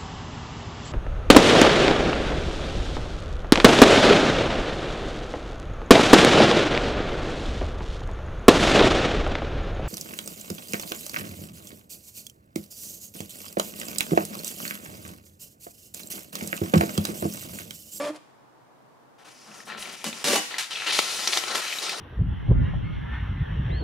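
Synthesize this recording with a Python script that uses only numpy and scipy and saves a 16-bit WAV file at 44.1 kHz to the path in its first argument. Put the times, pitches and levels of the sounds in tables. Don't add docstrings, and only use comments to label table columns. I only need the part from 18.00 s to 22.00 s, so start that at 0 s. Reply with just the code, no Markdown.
import sys
import numpy as np
from scipy import signal
from scipy.fft import rfft, irfft
from scipy.io import wavfile
from scipy.ndimage import map_coordinates

SR = 44100
rng = np.random.default_rng(int(sys.argv[2]) if len(sys.argv) > 2 else 0)


def bounce(signal):
    frames = np.transpose(np.atleast_2d(signal))
    limited = np.clip(frames, -1, 1)
    pcm = np.round(limited * 32767).astype(np.int16)
    wavfile.write(sys.argv[1], SR, pcm)


N = 176400
T = np.arange(N) / SR

# start and length in seconds, level and swell in dB, first and last sheet pitch in Hz.
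CUTS = [(2.046, 0.029, -33, 0, 197, 215), (2.241, 0.12, -24.5, 2, 187, 796)]
# frequency in Hz, relative spectral density of the tearing in dB.
TEAR_SPECTRUM = [(50, -34), (135, -14), (185, 4), (450, -2), (1100, -4.5), (3000, -3), (5800, -5),
                 (10600, -11.5), (15500, -27.5)]
# frequency of a housing or cutter mode in Hz, relative level in dB, T60 in seconds.
HOUSING_MODES = [(208, -7, 0.33), (324, 3, 0.13), (495, -0.5, 0.52), (582, 5.5, 0.18), (1174, -2, 0.094),
                 (2980, 8, 0.095), (3670, -9, 0.087)]
FIBRES_PER_S, RIP_RELEASE_S, SHEET_WIDTH_HZ = 5000, 0.026, 114
def rips():
    out = 0
    for s, length_s, db, swell_db, start_hz, end_hz in CUTS:
        progress = np.clip((T - s) / length_s, 0, 1)
        release = np.exp(-np.maximum(T - s - length_s, 0) / RIP_RELEASE_S)
        force = amp(db) * np.clip((T - s) / 0.0014, 0, 1) * release
        breaks = force * grains(FIBRES_PER_S, spread_db=-0.5) * amp(1.5 * drift(320))
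        tear = colour(breaks * amp(swell_db * (progress - 0.5)), TEAR_SPECTRUM)
        bright_end = colour(breaks * progress ** 2, TREBLE)
        sheet_hz = start_hz * (end_hz / start_hz) ** (progress ** 2)
        sheet = (1 + progress ** 4) * gliding_ring(breaks, sheet_hz, SHEET_WIDTH_HZ)
        housing = sum(amp(level) * ring(breaks, hz, t60) / np.sqrt(t60 * SR)
                      for hz, level, t60 in HOUSING_MODES)
        out += tear + amp(-14) * bright_end + amp(-12) * sheet + amp(-6.5) * housing
    return out


# frequency in Hz, relative spectral density in dB.
LOWS = [(50, -21.5), (130, -17), (200, -4), (400, 3), (800, 3), (1300, 6), (1900, -1), (4000, -37)]
MIDS = [(600, -32.5), (1400, -6), (2000, 7.5), (3000, 8), (4500, 7), (6000, -25), (10000, -32.5)]
TREBLE = [(2500, -14), (4200, 12), (6200, 11.5), (8200, 4), (10300, 5), (12500, -6.5), (15500, -12.5)]
# start and length in seconds, then levels of lows, mids and treble in dB.
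HAND_STROKES = [(1.178, 0.054, -59.5, -60, -65), (1.243, 0.047, -51.5, -52, -55),
                (1.296, 0.25, -62, -58, -57), (1.457, 0.18, -56, -68, -82), (1.538, 0.093, -63, -54.5, -52),
                (1.665, 0.099, -45.5, -47, -64), (1.77, 0.11, -45.5, -42.5, -46.5),
                (1.882, 0.07, -48, -44.5, -47.5), (1.96, 0.12, -56.5, -48.5, -49.5),
                (2.131, .1, -49, -44, -45), (2.501, 0.066, -44, -39.5, -60),
                (2.699, 0.16, -46.5, -47, -43.5), (2.861, 0.051, -34.5, -28.5, -36),
                (2.918, 0.084, -37.5, -27, -29), (3.009, 0.302, -40.5, -36, -34.5),
                (3.317, 0.072, -37.5, -33, -31), (3.393, 0.082, -42, -39.5, -39.5),
                (3.473, 0.13, -36.5, -36.5, -37.5), (3.613, 0.13, -44.5, -38, -38.5),
                (3.748, 0.077, -44, -40, -39), (3.819, 0.1, -40.5, -36, -35), (3.917, .14, -39, -41, -40)]
def rustle(texture):
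    levels = sum(amp(db)[:, None] * envelope(s, length_s) for s, length_s, *db in HAND_STROKES)
    bands = [unit(flex(colour(texture, band))) for band in (LOWS, MIDS, TREBLE)]
    return sum(level * band for level, band in zip(levels, bands))


def crinkle(per_s, spread_db, cycles, rub_db):
    clicks = grains(per_s * amp(4 * drift(60)), spread_db)
    pitches = np.geomspace(400, 14000, 18)
    pitch_index = rng.integers(0, len(pitches), N)
    rings = sum(np.sqrt(hz) * unit(ring(clicks * (pitch_index == k), hz, cycles / hz))
                for k, hz in enumerate(pitches))
    return unit(unit(rings) + amp(-4) * clicks + amp(rub_db) * rng.standard_normal(N))


def flex(x, octaves=0.1, rate_hz=14):
    freedom = np.clip(T - CUTS[-1][0], 0, 1)
    position = np.cumsum(2 ** (octaves * drift(rate_hz) * freedom))
    return map_coordinates(x, [position], order=5, mode="mirror")


# time in seconds, mid-band level in dB, lows and treble in dB from it, build-up in seconds.
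BUCKLES = [(1.826, -30, -27, -10.5, 0.0021), (2.0425, -22, -1, 1.5, 0.00026),
           (2.129, -27.5, -11, -11, 0.00051), (2.243, -21, -5.5, 2, 0.00039),
           (2.584, -23.5, -26, 2, 0.00016), (2.709, -26.5, -15, -6, 0.00037),
           (2.864, -19.5, -18, -23, .0002), (2.991, -11.5, -3.5, -5, 0.0017),
           (3.333, -14, -17.5, -17, 0.0013), (3.374, -13.5, -7, -10, 0.0028),
           (3.438, -21.5, -8, -12, 0.00043), (3.557, -20.5, -2, -15, 0.0047),
           (3.895, -21, -20, -5, 0.00083)]
def snaps(decay_s=0.0013):
    low, mid, treble = np.zeros((3, N))
    half = SR // 40
    t = np.arange(-half, half) / SR
    for s, db, low_db, treble_db, build_s in BUCKLES:
        shape = np.exp(-abs(t) / np.where(t < 0, build_s, decay_s))
        burst = amp(db) * shape * rng.choice([-1, 1], len(t))
        span = slice(int(s * SR) - half, int(s * SR) + half)
        low[span] += burst * amp(low_db)
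        mid[span] += burst
        treble[span] += burst * amp(treble_db)
    return colour(low, LOWS) + colour(mid, MIDS) + colour(treble, TREBLE)


# time in seconds, level in dB, pitch in Hz, T60 in seconds.
DENTS = [(1.516, -39.5, 2660, 0.015), (1.604, -31.5, 1823, 0.013), (1.722, -23, 1930, 0.0053),
         (1.749, -21, 1400, 0.0037), (1.856, -27.5, 2310, 0.017), (2.542, -20.5, 1990, 0.014),
         (2.76, -19, 3330, 0.0094), (2.821, -20, 1650, 0.0094), (3.2747, -1, 4270, 0.0014),
         (3.277, -10, 5800, 0.0085), (3.727, -17.5, 2520, 0.015), (3.786, -19, 3870, .012)]
def pops():
    rings = sum(ring(impulse(s, db), hz, t60) for s, db, hz, t60 in DENTS)
    return butterworth(rings, 1, 400, "high")


# start and length in seconds, level in dB, first and last pitch in Hz.
CURLS = [(1.344, 0.34, -57.5, 5030, 5900), (1.675, 0.066, -42.5, 1150, 1680),
         (2.701, 0.15, -35.5, 3240, 2300), (2.856, 0.078, -32.5, 2780, 3600),
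         (3.609, 0.13, -37, 1800, 2920)]
def bends(width_hz=1050):
    out, creases = 0, grains(3000, spread_db=3.5)
    for s, length_s, db, start_hz, end_hz in CURLS:
        hz = np.interp(T, [s, s + length_s], [start_hz, end_hz])
        out += amp(db) * gliding_ring(envelope(s, length_s) * creases, hz, width_hz)
    return butterworth(out, 2, [700, 7000], "band")


# start in seconds, level in dB, decay time constant in seconds.
SWISHES = [(2.583, -24, 0.038), (3.278, -34, 0.1), (3.549, -26.5, 0.035)]
def flicks():
    level = sum(amp(db) * (T >= s) * np.exp(-abs(T - s) / decay_s) for s, db, decay_s in SWISHES)
    spectrum = [(200, -18.5), (900, 1.5), (2500, 5.5), (5000, 4), (10000, -4), (15000, -21)]
    return colour(level * grains(5000, spread_db=2.9), spectrum)


# start and length in seconds, level in dB.
SKIMS = [(1.649, 0.042, -51.5), (1.786, 0.048, -43.5), (1.917, .025, -48.5), (3.097, 0.096, -40.5)]
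# frequency in Hz, relative spectral density in dB.
SKIM_SPECTRUM = [(2000, -7), (10000, -2), (15500, -19)]
def slides():
    level = sum(amp(db) * envelope(s, length_s) for s, length_s, db in SKIMS)
    return level * colour(rng.standard_normal(N), SKIM_SPECTRUM)


# time in seconds, then relative levels of step tone, octave, upper partials and hiss in dB.
MOTOR_LEVELS = [(0, -38, -30, -37, -41.5), (.045, -32.5, -34, -42.5, -41), (.072, -56, -27, -40.5, -41.5),
                (.104, -24.5, -35, -47.5, -46), (.124, -39.5, -51, -59, -61), (.16, -43, -63, -75, -51)]
# time in seconds, step rate in Hz.
STEP_RATE = [(0, 282.2), (.03, 292.4), (.06, 297.2), (.085, 287.6), (.105, 306.3)]
# harmonic number, relative level in dB.
UPPER_PARTIALS = [(3, -7), (4, 2.5), (6, -7), (8, -8.5)]
# frequency in Hz, relative spectral density in dB.
DRAG_SPECTRUM = [(150, -7), (600, 2), (1300, -8), (6000, -18.5), (10000, -22.5), (15000, -38)]
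def feed_motor():
    step, octave, upper, hiss = gains(MOTOR_LEVELS, fade_s=0.014)
    step_hz = np.interp(T, *np.transpose(STEP_RATE)) * (1 + 0.007 * drift(203))
    phase = 2 * np.pi * np.cumsum(step_hz) / SR
    partials = sum(amp(db) * np.sin(k * phase) for k, db in UPPER_PARTIALS)
    whine = step * np.sin(phase) + octave * np.sin(2 * phase) + upper * partials
    drag = hiss * colour(grains(6000, spread_db=2.2) * (1 + 0.5 * np.sin(phase)), DRAG_SPECTRUM)
    return whine + amp(5.5) * drag


# time in seconds, impulse level in dB.
KNOCKS = [(.019, -37.5), (.091, -60), (0.16, -44.5)]
# frequency in Hz, gain in dB, T60 in seconds.
FEED_MODES = [(305, -21, 0.36), (700, 5.5, 0.039), (3260, -11, 0.022)]
def feed_knocks():
    knocks = sum(impulse(s, db) for s, db in KNOCKS)
    clack = signal.fftconvolve(knocks, rng.standard_normal(N) * np.exp(-T / 0.007))[:N]
    clack = colour(clack, [(100, -47), (3000, 5), (10000, -2), (15000, -23)])
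    return amp(-2.5) * clack + sum(amp(db) * ring(knocks, hz, t60) for hz, db, t60 in FEED_MODES)


# time in seconds, level in dB.
DRONE_LEVELS = [(1.42, -74), (1.5, -54), (1.64, -58.5), (1.72, -50), (2.03, -59.5), (2.06, -38.5),
                (2.13, -47.5), (2.23, -60)]
def drone():
    return gains(DRONE_LEVELS)[0] * unit(ring(rng.standard_normal(N), hz=212.7, t60=0.14))


# frequency in Hz, reverberation time in seconds.
ROOM_T60 = [(200, 0.59), (530, 0.067), (1400, 0.77), (3700, 0.86), (10000, 0.72)]
def room(x, desk_db, room_db, desk_t60=0.025):
    t, out = T[:SR // 2], []
    arrival = np.minimum(t / 0.003, 1) ** 2
    edges = np.geomspace(100, 16000, 9)
    for _ in range(2):
        tail = 0
        for lo, hi in zip(edges, edges[1:]):
            band = butterworth(rng.standard_normal(len(t)), 2, [lo, hi], "band")
            tail += arrival * band * amp(-60 * t / at_hz(ROOM_T60, np.sqrt(lo * hi)))
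        desk = arrival * rng.standard_normal(len(t)) * amp(-60 * t / desk_t60)
        echoes = amp(room_db) * tail / np.linalg.norm(tail) + amp(desk_db) * desk / np.linalg.norm(desk)
        out.append(x + signal.fftconvolve(x, butterworth(echoes, 1, 300, "high"))[:N])
    return np.array(out)


# frequency in Hz, left minus right level in dB at a share of 1.
LEFT_BIAS = [(200, -4), (600, 6), (1300, 5), (2600, 4.5), (6000, 1), (12000, 1.5)]
def lean_left(pair, share):
    return np.array([colour(x, [(hz, side * share * db / 2) for hz, db in LEFT_BIAS], keep_level=True)
                     for x, side in zip(pair, (1, -1))])


# frequency in Hz, relative spectral density in dB.
AIR_SPECTRUM = [(20, -32), (95, -21), (130, -3), (180, -14), (235, -8), (480, -10), (919, -8), (1140, -12),
                (2500, -27), (15500, -42)]
def room_tone():
    mid, side = (colour(rng.standard_normal(N), AIR_SPECTRUM) for _ in range(2))
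    return amp(-58.5) * np.array([mid + side, mid - side])


def amp(db):
    return 10 ** (np.asarray(db) / 20)


def unit(x):
    return x / np.sqrt(np.mean(x ** 2) + 1e-20)


def gains(rows, fade_s=0.0037):
    s, *columns = np.transpose(rows)
    outside = np.maximum(np.maximum(s[0] - T, T - s[-1]), 0)
    return [amp(np.interp(T, s, db)) * np.exp(-outside / fade_s) for db in columns]


def envelope(s, length_s, attack_s=0.0089, release_s=0.0097):
    return np.clip((T - s) / attack_s, 0, 1) * np.exp(-np.clip((T - s - length_s) / release_s, 0, 20))


def at_hz(points, hz):
    f, values = np.transpose(points)
    return np.interp(np.log(np.maximum(hz, 1)), np.log(f), values)


def colour(x, spectrum, keep_level=False):
    size = 4096
    cepstrum = irfft(np.log(amp(at_hz(spectrum, np.fft.rfftfreq(size, 1 / SR)))))
    cepstrum[1:size // 2] *= 2
    cepstrum[size // 2 + 1:] = 0
    response = irfft(np.exp(rfft(cepstrum)))
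    return signal.oaconvolve(x, response if keep_level else response / np.linalg.norm(response))[:N]


def butterworth(x, order, hz, kind):
    return signal.sosfilt(signal.butter(order, hz, kind, fs=SR, output="sos"), x)


def drift(rate_hz):
    knots = rng.standard_normal(4000)
    return np.interp(T * rate_hz, np.arange(len(knots)), knots)


def impulse(s, db):
    return amp(db) * (np.arange(N) == int(s * SR))


def grains(per_s, spread_db):
    sizes = amp(spread_db * np.minimum(rng.exponential(1, N), 4)) * rng.choice([-1, 1], N)
    return unit(sizes * (rng.random(N) < per_s / SR))


def ring(x, hz, t60):
    r, w = np.exp(-np.log(1000) / (t60 * SR)), 2 * np.pi * hz / SR
    return signal.lfilter([0, np.sin(w)], [1, -2 * r * np.cos(w), r * r], x + 1e-18)


def gliding_ring(x, hz, width_hz):
    carrier = np.exp(2j * np.pi * np.cumsum(hz) / SR)
    r = np.exp(-np.pi * width_hz / SR)
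    return np.real(carrier * signal.lfilter([np.sqrt(2 * (1 - r * r))], [1, -r], x / carrier + 1e-18))


def scene():
    texture = crinkle(per_s=3500, spread_db=4, cycles=4.5, rub_db=5.5)
    paper = rustle(texture) + bends() + snaps() + pops() + flicks() + slides()
    cutter = butterworth(rips() + drone(), 3, 150, "high")
    till = lean_left(room(cutter, desk_db=-6, room_db=-7), share=0.31)
    hand = lean_left(room(paper, desk_db=-5, room_db=-12), share=0.87)
    feed = butterworth(feed_motor() + feed_knocks(), 3, 200, "high")
    return till + hand + room(feed, desk_db=-6.5, room_db=-13.5) + room_tone()


def record(dry, cutoff_hz=15600):
    return signal.sosfilt(signal.ellip(10, 0.1, 80, cutoff_hz, fs=SR, output="sos"), dry)


dry = scene()
out = record(dry)
bounce(out)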